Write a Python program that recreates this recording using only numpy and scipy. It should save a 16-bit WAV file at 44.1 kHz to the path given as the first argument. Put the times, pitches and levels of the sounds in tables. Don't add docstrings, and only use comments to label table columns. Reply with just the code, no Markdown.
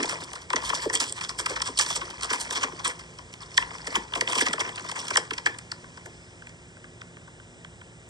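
import sys
import numpy as np
from scipy import signal
from scipy.fft import rfft, irfft, next_fast_len
from scipy.io import wavfile
from scipy.ndimage import uniform_filter1d, map_coordinates

SR = 44100
rng = np.random.default_rng(int(sys.argv[2]) if len(sys.argv) > 2 else 0)


def log_audio(samples):
    frames = np.atleast_2d(samples).T
    limited = np.clip(frames, -1, 1)
    pcm = np.round(limited * 32767).astype(np.int16)
    wavfile.write(sys.argv[1], SR, pcm)


def to_linear_factor(level_db):
    exponent = np.asarray(level_db, float) / 20
    return 10 ** exponent


N = 356769
WARM_UP = 6001
FILTER_SIZE = next_fast_len(N + WARM_UP)
HZ = np.fft.rfftfreq(FILTER_SIZE, 1 / SR)


def unit(x):
    return x / np.sqrt(np.mean(x ** 2) + 1e-20)


def along(points, hz, count=1):
    table = np.transpose(points)
    return np.interp(np.log(hz + 1), np.log(table[0] + 1), table[count])


def curves(rows):
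    s, *columns = np.transpose(rows)
    return [np.interp(np.arange(N) / SR, s, column) for column in columns]


def wobble(rate):
    knots = rng.standard_normal(int(N * rate / SR) + 4)
    return map_coordinates(knots, [np.arange(N) * rate / SR])


def filtered(x, response):
    return irfft(rfft(x, FILTER_SIZE) * response, FILTER_SIZE)[..., :N]


def band(hz, low_hz, high_hz):
    return 1 / np.sqrt((1 + (low_hz / (hz + 1)) ** 12) * (1 + (hz / high_hz) ** 12))


def pitch_hump(hz, base_hz, octave, width_octaves):
    distance = np.log2(hz / base_hz + 1e-3) - octave[:, None]
    return np.exp(-(distance / width_octaves) ** 2)


# frequency in Hz,
# relative density in dB per Hz.
AIR_COLOUR = [(25, -33), (55, -29), (72, 1), (100, 3), (135, -2), (165, 5.5), (210, -8), (500, -6.5),
              (1200, -15.5), (2000, -12), (2800, -14.5), (4000, -23), (4500, -28.5), (5100, -20),
              (5700, -22), (6200, -22.5), (8000, -17), (9500, -30.5), (10600, -42), (12000, -136)]
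# pitch in Hz, usual level in dB rms.
HUM_TONES = [(117.2, -59.5), (96.7, -69), (161.5, -70.5), (172.6, -66.5), (241.4, -65), (356.6, -64.5)]
# time in seconds, level in dB rms before the beating.
THROB_LEVEL = [(0, -66), (0.4, -69), (0.65, -50), (1.0, -69), (1.4, -54), (2.8, -64), (3.9, -56),
               (4.15, -57), (4.4, -86), (8.09, -79)]


def background():
    t = np.arange(N) / SR
    air_noise = filtered(rng.standard_normal(N), to_linear_factor(along(AIR_COLOUR, HZ)))
    air = to_linear_factor(-50 + 0.06 * wobble(1.7)) * unit(air_noise)

    hum = np.zeros(N)
    for hz, db in HUM_TONES:
        level = np.sqrt(2) * to_linear_factor(db + 1.8 * wobble(8.3))
        hum += level * np.sin(2 * np.pi * hz * t + 0.5 * wobble(3))

    throb_hz, beat_depth = 56, 0.7
    since = t - 1.29
    beats = since * (4.35 + 0.204 * since)
    beat = 1 + beat_depth * np.cos(2 * np.pi * beats)
    tone = np.sqrt(2) * np.sin(2 * np.pi * throb_hz * t + 1.2 * wobble(2.68))
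    throb = to_linear_factor(curves(THROB_LEVEL)[0]) * beat * tone

    drone = to_linear_factor(-64) * unit(filtered(rng.standard_normal(N), band(HZ, 54, 55)))
    return air + hum + throb + drone


# frequency in Hz, time to fall 60 dB in seconds.
ROOM_DECAY = [(300, 0.7), (2000, 0.24), (9000, 0.19)]


def room(x):
    alike, delay = 0.9, 300
    noise = rng.standard_normal((3, SR // 2))
    hz, t, grains = signal.stft(noise, SR, nperseg=256)
    decay = to_linear_factor(-60 * t / along(ROOM_DECAY, hz)[:, None])
    tail = signal.istft(grains * decay, SR, nperseg=256)[1]
    tail = alike * tail[0] + np.sqrt(1 - alike ** 2) * tail[1:]
    late = np.pad(x, (delay, 0))[None]
    return signal.fftconvolve(late, tail / np.linalg.norm(tail[0]), axes=1)[:, :N]


# middle in seconds, half length in seconds, pitch in Hz,
# half width in Hz, level at the middle in dB rms before its flicker.
TRAY_SLIDE = (6.3, 0.22, 5150, 220, -65)


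def slide():
    middle_s, half_s, hz, width_hz, db = TRAY_SLIDE
    swell = np.exp(-((np.arange(N) / SR - middle_s) / half_s) ** 2)
    flicker = to_linear_factor(1.7 * wobble(13))
    hiss = filtered(rng.standard_normal(N), np.exp(-((HZ - hz) / width_hz) ** 2))
    return to_linear_factor(db) * swell * flicker * unit(hiss)


# frequency in Hz, relative density in dB per Hz.
PLASTIC_COLOUR = [(150, 8), (300, -3.5), (430, -5), (750, -7), (1000, 2), (1150, -1.5), (1350, -5.5),
                  (1700, -2), (1950, 0.5), (2250, 2), (2800, 0), (3300, 5.5), (3800, -3), (5200, 6.5),
                  (7000, 0), (8200, 3.5), (9500, -7), (11000, -19.5), (13000, -28.5), (15500, -48)]
# start in seconds, pitch in Hz, half width in Hz, boost in dB.
TRAY_RING = (5.78, 1530, 90, 7)


def bursts(s, ms, parts):
    size, lead = 4096, 1024
    length = ms[:, None]
    u = (np.arange(size) - lead) / SR / (length / 1000)
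    swell = np.clip(0.068 + 0.02 * length, 0.02, 0.4)
    rise_and_fall = np.exp(-np.logaddexp(0, -u / swell) - (np.maximum(u, 0) / 0.95) ** 0.97)

    chance = rng.standard_normal((len(s), 3, size))
    spikes = to_linear_factor(4.5 * unit(uniform_filter1d(chance[:, 1], size=40)))
    jolt = chance[:, 0] * spikes * rise_and_fall
    push_at, push_ms = 0.352, 0.049
    push = 1.55 / (1 + (length / 9) ** 2)
    jolt += push * np.exp(-0.5 * ((u - push_at) * length / push_ms) ** 2)

    hz = np.fft.rfftfreq(size, 1 / SR)
    tilt = to_linear_factor(3 * chance[:, 1, :1] * np.log2(np.maximum(hz, 5000) / 5000))
    smooth = unit(uniform_filter1d(uniform_filter1d(chance[:, 2], size=9), size=9))
    panel = to_linear_factor(2 * smooth[:, (40 * np.log2(hz + 100)).astype(int)])
    start_s, ring_hz, width_hz, ring_db = TRAY_RING
    panel *= to_linear_factor(ring_db * (s[:, None] > start_s) * np.exp(-((hz - ring_hz) / width_hz) ** 2))
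    spectrum = rfft(jolt) * to_linear_factor(along(PLASTIC_COLOUR, hz)) * tilt * panel

    sound = np.zeros((len(s), size))
    for gain, db in parts:
        part = irfft(spectrum * gain(hz), size)
        energy_ms = np.sum(part ** 2, axis=1) * 1000 / SR
        sound += part * (to_linear_factor(db) / np.sqrt(energy_ms))[:, None]
    where = np.round(s * SR).astype(int)[:, None] + np.arange(size)
    return np.bincount(where.ravel(), sound.ravel(), N + 2 * size)[lead:N + lead]


CARD_HZ = (290, 620)

# start in seconds, level in dB as energy over 1 ms,
# length in ms, pitch in octaves above 300 Hz.
CARD_KNOCKS = [(0.001, -28.5, 3.2, -0.27), (0.013, -22.5, 6.5, -0.12), (0.036, -23, 3, 0.84),
               (0.1184, -26.5, 16, 0.98), (0.531, -22.5, 4.8, 0.35), (0.559, -23, 6.8, 1),
               (0.852, -12.5, 7, 0.59), (0.934, -24, 10.5, 0.69), (1.002, -30.5, 3.4, -0.046),
               (1.3912, -29, 16, 0.62), (1.501, -21, 10.3, 0.9), (1.6787, -25.5, 10, 0.42),
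               (1.96, -29.5, 17, 0.72), (2.021, -32, 14, 0.26), (2.3016, -25.5, 4.4, -0.044),
               (2.562, -29, 20, 0.27), (2.633, -23, 13, 0.23), (2.7208, -30, 5.5, .3),
               (2.8744, -30, 10.4, 1), (3.87, -26.5, 4.6, .5), (3.956, -21.5, 8.3, 0.043),
               (4.163, -25.5, 11, 0.47), (4.2111, -21.5, 5.7, 0.79), (4.2894, -34, 7.6, 0.69),
               (4.307, -35, 3.4, 0.67), (4.3557, -20.5, 5.4, 0.26), (4.383, -31, 15, .5),
               (4.4099, -16.5, 4.3, 0.31), (4.471, -24.5, 6.9, -0.42), (4.5335, -23, 1.9, 0.95),
               (4.583, -32, 3.3, 0.7), (4.601, -26.5, 9.7, 0.61), (4.65, -32, 15, 0.95),
               (5.1048, -27, 3.2, .6), (5.17, -21, 5.2, 1), (5.3072, -26.5, 3.9, 0.52),
               (5.459, -25, 15, 0.6), (6.0572, -33, 13, 0.96)]


def knocks():
    s, db, ms, octave = np.transpose(CARD_KNOCKS)

    def dull(hz):
        return band(hz, 255, 810) * pitch_hump(hz, 300, octave, 0.76)

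    return bursts(s, ms, [(dull, db)])


# start in seconds, peak level in dB, pitch in Hz.
CREASE_CLICKS = [(0.7428, -26, 5600), (0.7515, -22, 3440), (0.9352, -17, 8450), (0.953, -8.5, 8200),
                 (1.0032, -19, 5380), (1.1246, -13.5, 8100), (1.4612, -18, 8160), (1.6, -25, 5300),
                 (1.7735, -19, 4390), (1.7891, -10.5, 4100), (1.8245, -17, 8500), (1.9125, -21, 6000),
                 (1.9595, -20, 8200), (1.9665, -19, 8200), (2.301, -30, 3330), (2.634, -23, 3420),
                 (2.849, -15, 8400), (2.8794, -12, 8400), (3.407, -33, 5270), (3.432, -33, 3460),
                 (3.5768, -11, 3360), (3.578, -16.5, 1020), (3.607, -33, 1020), (3.621, -25, 1900),
                 (3.627, -32, 1027), (3.954, -10.5, 3130), (4.137, -15.5, 3150), (4.273, -36, 3270),
                 (4.314, -20, 3300), (4.331, -26, 3270), (4.3537, -16, 3250), (4.392, -21, 3270),
                 (4.424, -18, 3300), (4.5313, -26, 3220), (4.6014, -18.5, 3340), (5.1722, -10, 8100),
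                 (5.461, -25, 3450), (5.5864, -28.5, 8500), (5.717, -18.5, 4680), (7.012, -37, 3440),
                 (7.168, -50, 3200), (7.277, -50, 3300), (7.398, -47, 3200), (7.6465, -41, 3230),
                 (7.812, -46, 3200)]


def clicks():
    s, db, hz = np.transpose(CREASE_CLICKS)[:, :, None]
    turns = hz * np.arange(900) / SR
    u = turns / 2.8
    ring = to_linear_factor(db) * (u * np.exp(1 - u)) ** 2 * np.sin(2 * np.pi * turns)
    where = np.round(s * SR).astype(int) + np.arange(900)
    return np.bincount(where.ravel(), ring.ravel(), N)


# pitch in Hz, width in Hz, relative level in dB.
DOME_MODES = [(452, 26, -12), (1007, 8, -7), (1045, 10, -6), (1653, 8, -10), (1760, 10, -7), (1880, 9, -6),
              (1954, 7, -4), (2024, 7, -6), (3378, 66, -14), (5300, 82, -15)]


def dome(x):
    ring = 0
    for hz, width, db in DOME_MODES:
        ring = ring + to_linear_factor(db) * 1j * HZ * width / (hz * hz - HZ * HZ + 1j * HZ * width)
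    return filtered(x, 1 + ring)


# start in seconds, ring level in dB added to each mode's,
# peak level of the tok in dB, pitch of the tok in Hz.
POPS = [(0.534, -49, -24, 1840), (0.561, -49, -16.5, 2020), (3.578, -32, -6, 1855), (4.209, -38, -23, 1930),
        (5.157, -40, -10.5, 1870), (5.173, -40, -18, 1850), (5.461, -51, -10, 1730)]


def dome_pops():
    scatter_db, tok_ms = 2, 1.3
    t = np.arange(SR // 2) / SR
    u = 1000 * t / tok_ms
    sound = np.zeros(N + SR)
    for s, ring_db, tok_db, tok_hz in POPS:
        pop = to_linear_factor(tok_db) * u * np.exp(1 - u) * np.sin(2 * np.pi * tok_hz * t)
        for hz, width, mode_db in DOME_MODES:
            level = to_linear_factor(ring_db + mode_db + scatter_db * rng.standard_normal())
            pop += level * np.exp(-np.pi * width * t) * np.sin(2 * np.pi * hz * t)
        sound[round(s * SR):][:len(t)] += pop
    return sound[:N]


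def ticks(count, centre_hz, octaves, cycles, spread_db):
    when, size = rng.random((2, count))
    hz = np.clip(centre_hz * 2 ** (octaves * rng.standard_normal((count, 1))), 200, 14000)
    turns = hz * np.arange(256) / SR
    size_db = spread_db * np.minimum(-np.log(size), 4)
    envelope = turns * np.exp(-turns / cycles)
    ring = to_linear_factor(size_db)[:, None] * np.sqrt(hz) * np.sin(2 * np.pi * turns) * envelope
    where = (when * N).astype(int)[:, None] + np.arange(256)
    return unit(np.bincount(where.ravel(), ring.ravel(), N + 256)[:N])


# start in seconds, crack level in dB and body level in dB, both as energy
# over 1 ms, body pitch in octaves above 1 kHz, length in ms.
BUCKLES = [(0.001, -50, -18.5, -0.74, 3.6), (0.0306, -19, -27, 0.84, 3.5), (0.0558, -24, -38, 0.5, 3.7),
           (0.0936, -20.5, -22, 0.51, 4.5), (0.108, -23, -22, 0.48, 18), (0.1197, -40, -22, 0.31, 7.5),
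           (0.1486, -41, -26.5, -0.58, 13), (0.2054, -37, -39, -0.58, 5.6), (0.2384, -28, -59, 0.74, 6.8),
           (0.332, -29, -29, 0.42, 4.2), (0.3542, -30, -26, 0.39, 7), (0.416, -36, -39, 0.07, 7.1),
           (0.501, -24.5, -17.5, 0.34, 4.9), (0.5313, -25, -11.5, 0.075, 2.35),
           (0.56, -16.5, -17, 0.34, 4.15), (0.5653, -28, -20.5, -0.23, 12), (0.618, -32, -24.5, -0.15, 5.2),
           (0.634, -33, -23, 0.19, 4.5), (0.6526, -19, -26, 0.13, 21), (0.676, -28, -27, 0.42, 9.9),
           (0.692, -21, -23, 0.4, 4.8), (0.6995, -24, -15.5, 0.33, 2.4), (0.7295, -47, -15.5, 0.11, 2),
           (0.743, -36, -26, 0.65, 6.7), (0.7506, -16, -22.5, 0.2, 16), (0.8232, -20, -20, 0.36, 23),
           (0.897, -26.5, -17, 0.58, 3.9), (0.9351, -15.5, -17, 0.81, 12), (0.952, -12, -21.5, 0.33, 10.7),
           (1.0014, -12.5, -21, 0.31, 4.7), (1.015, -14, -17.5, 0.44, 22), (1.082, -21.5, -62, 0.55, 17),
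           (1.1255, -29.5, -51, 0.15, 1.5), (1.1658, -26.5, -25, 0.51, 26),
           (1.211, -25.5, -21.5, 0.54, 5.9), (1.2331, -20.5, -23.5, 0.27, 18),
           (1.2919, -19.5, -22.5, 0.24, 8.7), (1.3912, -16, -19, 0.62, 10.3), (1.4596, -18, -14, 0.39, 4.3),
           (1.4975, -20.5, -20, 0.49, 22), (1.535, -33, -31, 0.012, 4.2), (1.5614, -24, -17, 0.57, 6.7),
           (1.6018, -38, -22, -0.00069, 3.8), (1.618, -14.5, -19, 0.43, 3.3),
           (1.6637, -18, -20, 0.37, 19.4), (1.774, -16.5, -32, -0.14, 6.4), (1.7891, -9.5, -19, 0.036, 5.1),
           (1.7953, -11.5, -12.5, 0.43, 9.6), (1.8104, -12, -20, 0.69, 3.8),
           (1.817, -14, -21.5, 0.084, 15.5), (1.863, -22, -24, 0.31, 4.2), (1.888, -18.5, -24.5, 0.51, 21),
           (1.902, -26, -18, 0.22, 6.8), (1.914, -17, -24, 0.47, 29), (1.9584, -15, -21.5, 0.074, 9.5),
           (2.0119, -30, -20, 0.19, 10), (2.0517, -34, -34, -0.15, 6.6), (2.102, -29, -33, 0.49, 5.4),
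           (2.21, -28, -34, 0.29, 2.6), (2.231, -16, -18.5, 0.29, 14.6), (2.3025, -18, -13.5, 0.58, 14.4),
           (2.3315, -19, -14.5, 0.16, 5.2), (2.337, -20.5, -22.5, 0.083, 17),
           (2.4044, -17, -25, -0.0045, 14.3), (2.5065, -20.5, -21.5, 0.58, 5.9),
           (2.5267, -20.5, -22.5, -0.053, 11), (2.56, -15.5, -16, 0.32, 16.6),
           (2.615, -23.5, -18.5, 0.24, 14), (2.633, -17.5, -11, 0.25, 6.8), (2.722, -48, -34.5, 0.28, 5.3),
           (2.796, -31, -25, 0.37, 9.5), (2.8502, -15, -13, 0.33, 12.2), (2.8747, -19.5, -23.5, -0.3, 20),
           (2.8955, -34, -22, 0.95, 11), (2.9923, -34, -33.5, 0.35, 5.8), (3.1872, -34.5, -32, -0.021, 3.5),
           (3.328, -39, -42, 1, 3), (3.3384, -34.5, -35, 1.8, 1.85), (3.4096, -49, -32, 0.42, 17),
           (3.4189, -33.5, -32.5, 0.15, 12), (3.571, -23, -24, 0.51, 5.9), (3.5768, -9.5, -19, 0.79, 1.7),
           (3.6042, -48, -41, 0.89, 5.3), (3.6227, -37, -20, 1.1, 6), (3.706, -45, -26.5, 0.015, 4.9),
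           (3.747, -34, -28, -0.19, 16.6), (3.7823, -36, -38, 0.42, 2.3), (3.8699, -23, -21.5, 0.77, 5),
           (3.9243, -37, -28, 1.2, 4), (3.945, -44, -18, 0.15, 5.3), (3.956, -18, -12, 0.29, 8.8),
           (4.121, -43, -27, -0.14, 3.7), (4.1356, -29.5, -22, 0.61, 3.8), (4.153, -23.5, -17, -0.31, 5.8),
           (4.1599, -26, -20, 0.051, 22), (4.2101, -15, -12, 0.86, 2.52), (4.2754, -36, -15, 1.66, 2),
           (4.2856, -23, -19.5, -0.011, 11.4), (4.298, -23.5, -23, -0.7, 5.3), (4.308, -29, -27, 0.65, 7),
           (4.3229, -20, -15, 1.66, 9.1), (4.353, -17, -16, -0.041, 12.5), (4.376, -17.5, -15.5, 1.6, 10.8),
           (4.384, -16.5, -18, 1.4, 10), (4.407, -15.5, -10.5, 0.69, 9), (4.417, -16, -18, 1.4, 9.8),
           (4.4554, -26, -22, 1.9, 7), (4.4653, -20.5, -13, 0.16, 5.3), (4.4719, -29, -18.5, 0.64, 5.3),
           (4.484, -22.5, -29, 1.4, 2.7), (4.5322, -18, -15, 0.44, 3.5), (4.5786, -47, -20.5, 0.23, 2.95),
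           (4.594, -25, -22, 0.18, 6), (4.6045, -18, -13.5, 0.71, 6.8), (4.649, -38, -20, 0.23, 12),
           (4.678, -36, -28, 0.63, 5.8), (4.6908, -35, -25, 1.34, 3.5), (4.7577, -28.5, -43, 0.8, 3.7),
           (4.7783, -37.5, -23.5, 1.65, 5.3), (4.795, -38, -27.5, 0.39, 2.9), (4.845, -40, -31, -0.64, 3.4),
           (4.861, -37, -30, 0.6, 5.8), (4.8901, -25, -22.5, 0.31, 8), (4.9145, -26, -23.5, -0.26, 3.2),
           (4.9601, -27.5, -20.5, 0.18, 11.3), (4.992, -21.5, -28, -0.019, 13),
           (5.052, -30.5, -44, 0.3, 5.1), (5.068, -31, -38, 0.61, 3), (5.0822, -22.5, -32, 0.79, 3.2),
           (5.1044, -22.5, -16.5, 0.39, 5.3), (5.1377, -24, -26, 0.66, 10),
           (5.1565, -20, -16.5, -0.33, 2.9), (5.1711, -8.5, -10.5, 0.58, 3.6),
           (5.3077, -27.5, -17.5, 0.38, 3.1), (5.334, -26.5, -24.5, 1.1, 4.8),
           (5.3796, -23, -22.5, 0.74, 4.6), (5.4606, -18, -17, 0.72, 3.3), (5.4687, -25, -13.5, 0.91, 4.4),
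           (5.4883, -41, -37, 1.5, 20), (5.542, -48, -32.5, 0.51, 5.9), (5.587, -29, -33.5, 0.69, 3.1),
           (5.717, -26.5, -24, 0.66, 3.5), (5.841, -54, -34, 0.43, 4), (5.9723, -42, -33, 0.42, 4),
           (6.0579, -37, -32, 0.53, 4.2), (6.4197, -53, -33.5, 0.55, 3.5), (6.469, -45, -32.5, 1.05, 2.8),
           (6.493, -42.5, -41, 1, 2.6), (6.767, -58, -40, 0.6, 4.1), (6.8415, -53, -34.5, 0.54, 4.4),
           (7.0158, -39, -30.5, 0.51, 1.3), (7.168, -58, -37, 0.72, 1.85), (7.215, -58, -45, 0.45, 3.1),
           (7.276, -57, -37.5, 0.2, 4.2), (7.3972, -55, -37.5, 0.44, 3.3), (7.6464, -45, -32.5, 0.61, 1.38),
           (7.8124, -53, -35, 0.4, 3.8)]


def stirred(column, over_db, gathers_s, settles_s):
    t = np.arange(-SR // 2, SR // 2 + 1) / SR
    rows = np.transpose(BUCKLES)
    power = to_linear_factor(rows[column] + over_db) ** 2
    blows = np.bincount(np.round(rows[0] * SR).astype(int), power, N)
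    shape = np.exp(np.where(t < 0, t / gathers_s, -t / settles_s))
    return np.abs(signal.fftconvolve(blows, shape, mode="same"))


# time in seconds, effort in dB.
EFFORT = [(0.0, -33.5), (0.17, -41), (0.23, -45), (0.34, -45.5), (0.54, -56.5), (0.7, -40.5), (0.85, -46),
          (1.58, -51), (1.8, -50), (2.05, -45), (2.21, -48), (2.43, -41), (2.5, -40.5), (2.59, -47),
          (3.15, -51.5), (3.38, -52), (3.81, -46.5), (3.92, -38.5), (4.19, -56), (4.35, -48), (4.71, -45.5),
          (5.11, -42), (5.27, -52.5), (5.5, -53), (5.99, -52.5), (7.52, -67), (8.09, -65)]


def crackle():
    effort_db, = curves(EFFORT)
    crinkle_power = to_linear_factor(effort_db - 4.5) ** 2
    crinkle_power = crinkle_power + stirred(1, over_db=-34.5, gathers_s=0.025, settles_s=0.036)
    rustle_power = to_linear_factor(-47.5 + 0.98 * (effort_db + 47)) ** 2
    rustle_power = rustle_power + stirred(2, over_db=-24, gathers_s=0.0056, settles_s=0.015)
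    bending = np.clip((10 * np.log10(crinkle_power) + 60) / 8, 0, 1)
    fine = bending * ticks(count=4000, centre_hz=5660, octaves=0.723, cycles=3.9, spread_db=3.5)
    coarse = bending * ticks(count=2500, centre_hz=1237, octaves=1.0, cycles=0.86, spread_db=2.0)

    sliding = 1.45
    clumps = to_linear_factor(2.5 * bending * wobble(50))
    colour = to_linear_factor(along(PLASTIC_COLOUR, HZ))
    bright = clumps * (fine + sliding * rng.standard_normal(N))
    crinkle = filtered(bright, colour * band(HZ, 2250, 10500))
    hollow = clumps * (coarse + sliding * rng.standard_normal(N))
    rustle = filtered(hollow, colour * band(HZ, 240, 2610))
    return np.sqrt(crinkle_power) * unit(crinkle) + np.sqrt(rustle_power) * unit(rustle)


def all_snaps():
    count = 24
    chance = rng.standard_normal((count, 4))
    s = (np.arange(count) + rng.random(count)) / count * TRAY_RING[0]
    crack_db, body_db = np.interp(s, *np.transpose(EFFORT)) + 1 + 4 * chance[:, :2].T
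    octave = 0.42 + 0.13 * chance[:, 2]
    ms = 3.93 * 2.0 ** chance[:, 3]
    return np.hstack([np.transpose(BUCKLES), [s, crack_db, body_db, octave, ms]])


def snaps():
    s, crack_db, body_db, octave, ms = all_snaps()

    def crack(hz):
        return band(hz, 2600, 16000)

    def body(hz):
        skirt = to_linear_factor(-6)
        return band(hz, 650, 2600) * (skirt + pitch_hump(hz, 1000, octave, 0.44))

    def depth(hz):
        return band(hz, *CARD_HZ)

    depth_db = body_db - 17 - 11.5 * octave
    return bursts(s, ms, [(crack, crack_db), (body, body_db), (depth, depth_db)])


def scene():
    pack = dome(snaps() + knocks() + crackle()) + dome_pops() + clicks() + slide()
    return pack + to_linear_factor(-15.0) * room(pack) + background()


def roll_off(x):
    return signal.sosfilt(signal.butter(12, 15760, fs=SR, output="sos"), x)


# frequency in Hz, left over right in dB, lead of the right in radians.
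SPREADER = [(60.0, -0.6, 0.03), (150.0, -2.3, -0.03), (400.0, -2.3, -0.17), (520.0, 0.8, -0.56),
            (700.0, 7.5, -1.07), (850.0, 11.4, -1.3), (930.0, 21.5, -0.6), (1000.0, 18.1, 0.43),
            (1150.0, 11.6, 1.49), (1400.0, 2.3, 1.48), (1900.0, -0.3, 2.16), (2700.0, -2.0, 3.21),
            (3200.0, -1.8, 4.42), (3800.0, -1.1, 5.84), (5100.0, -0.0, 6.24), (5350, -0.5, 6.4),
            (5700.0, -10.5, 6.41), (6300.0, -9.2, 5.45), (6900.0, -7.6, 4.57), (7400, -0.5, 4.8),
            (8000, -0.6, 6.05), (10000, 0.2, 6.55)]


def record(dry):
    cycles = 7
    drag = np.exp(-2j * np.pi * cycles * (np.log(HZ + 60) - HZ / 5000))
    ratio = to_linear_factor(along(SPREADER, HZ))
    lead = along(SPREADER, HZ, count=2)
    left_right = np.array([ratio * np.exp(-0.5j * lead), np.exp(0.5j * lead)])
    sides = np.sqrt(2 / (1 + ratio ** 2)) * left_right

    noise_colour = to_linear_factor(along(AIR_COLOUR, HZ)) * band(HZ, 20, 1200)
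    side_noise = to_linear_factor(-63) * unit(filtered(rng.standard_normal((2, N)), noise_colour))
    running = np.concatenate([dry, dry[:, WARM_UP - 1::-1]], axis=1)
    wide = filtered(running, drag * sides) + side_noise
    soft = wide / (1 + np.abs(wide / 0.95) ** 6) ** (1 / 6)
    return roll_off(soft)


dry = scene()
out = record(dry)
log_audio(out)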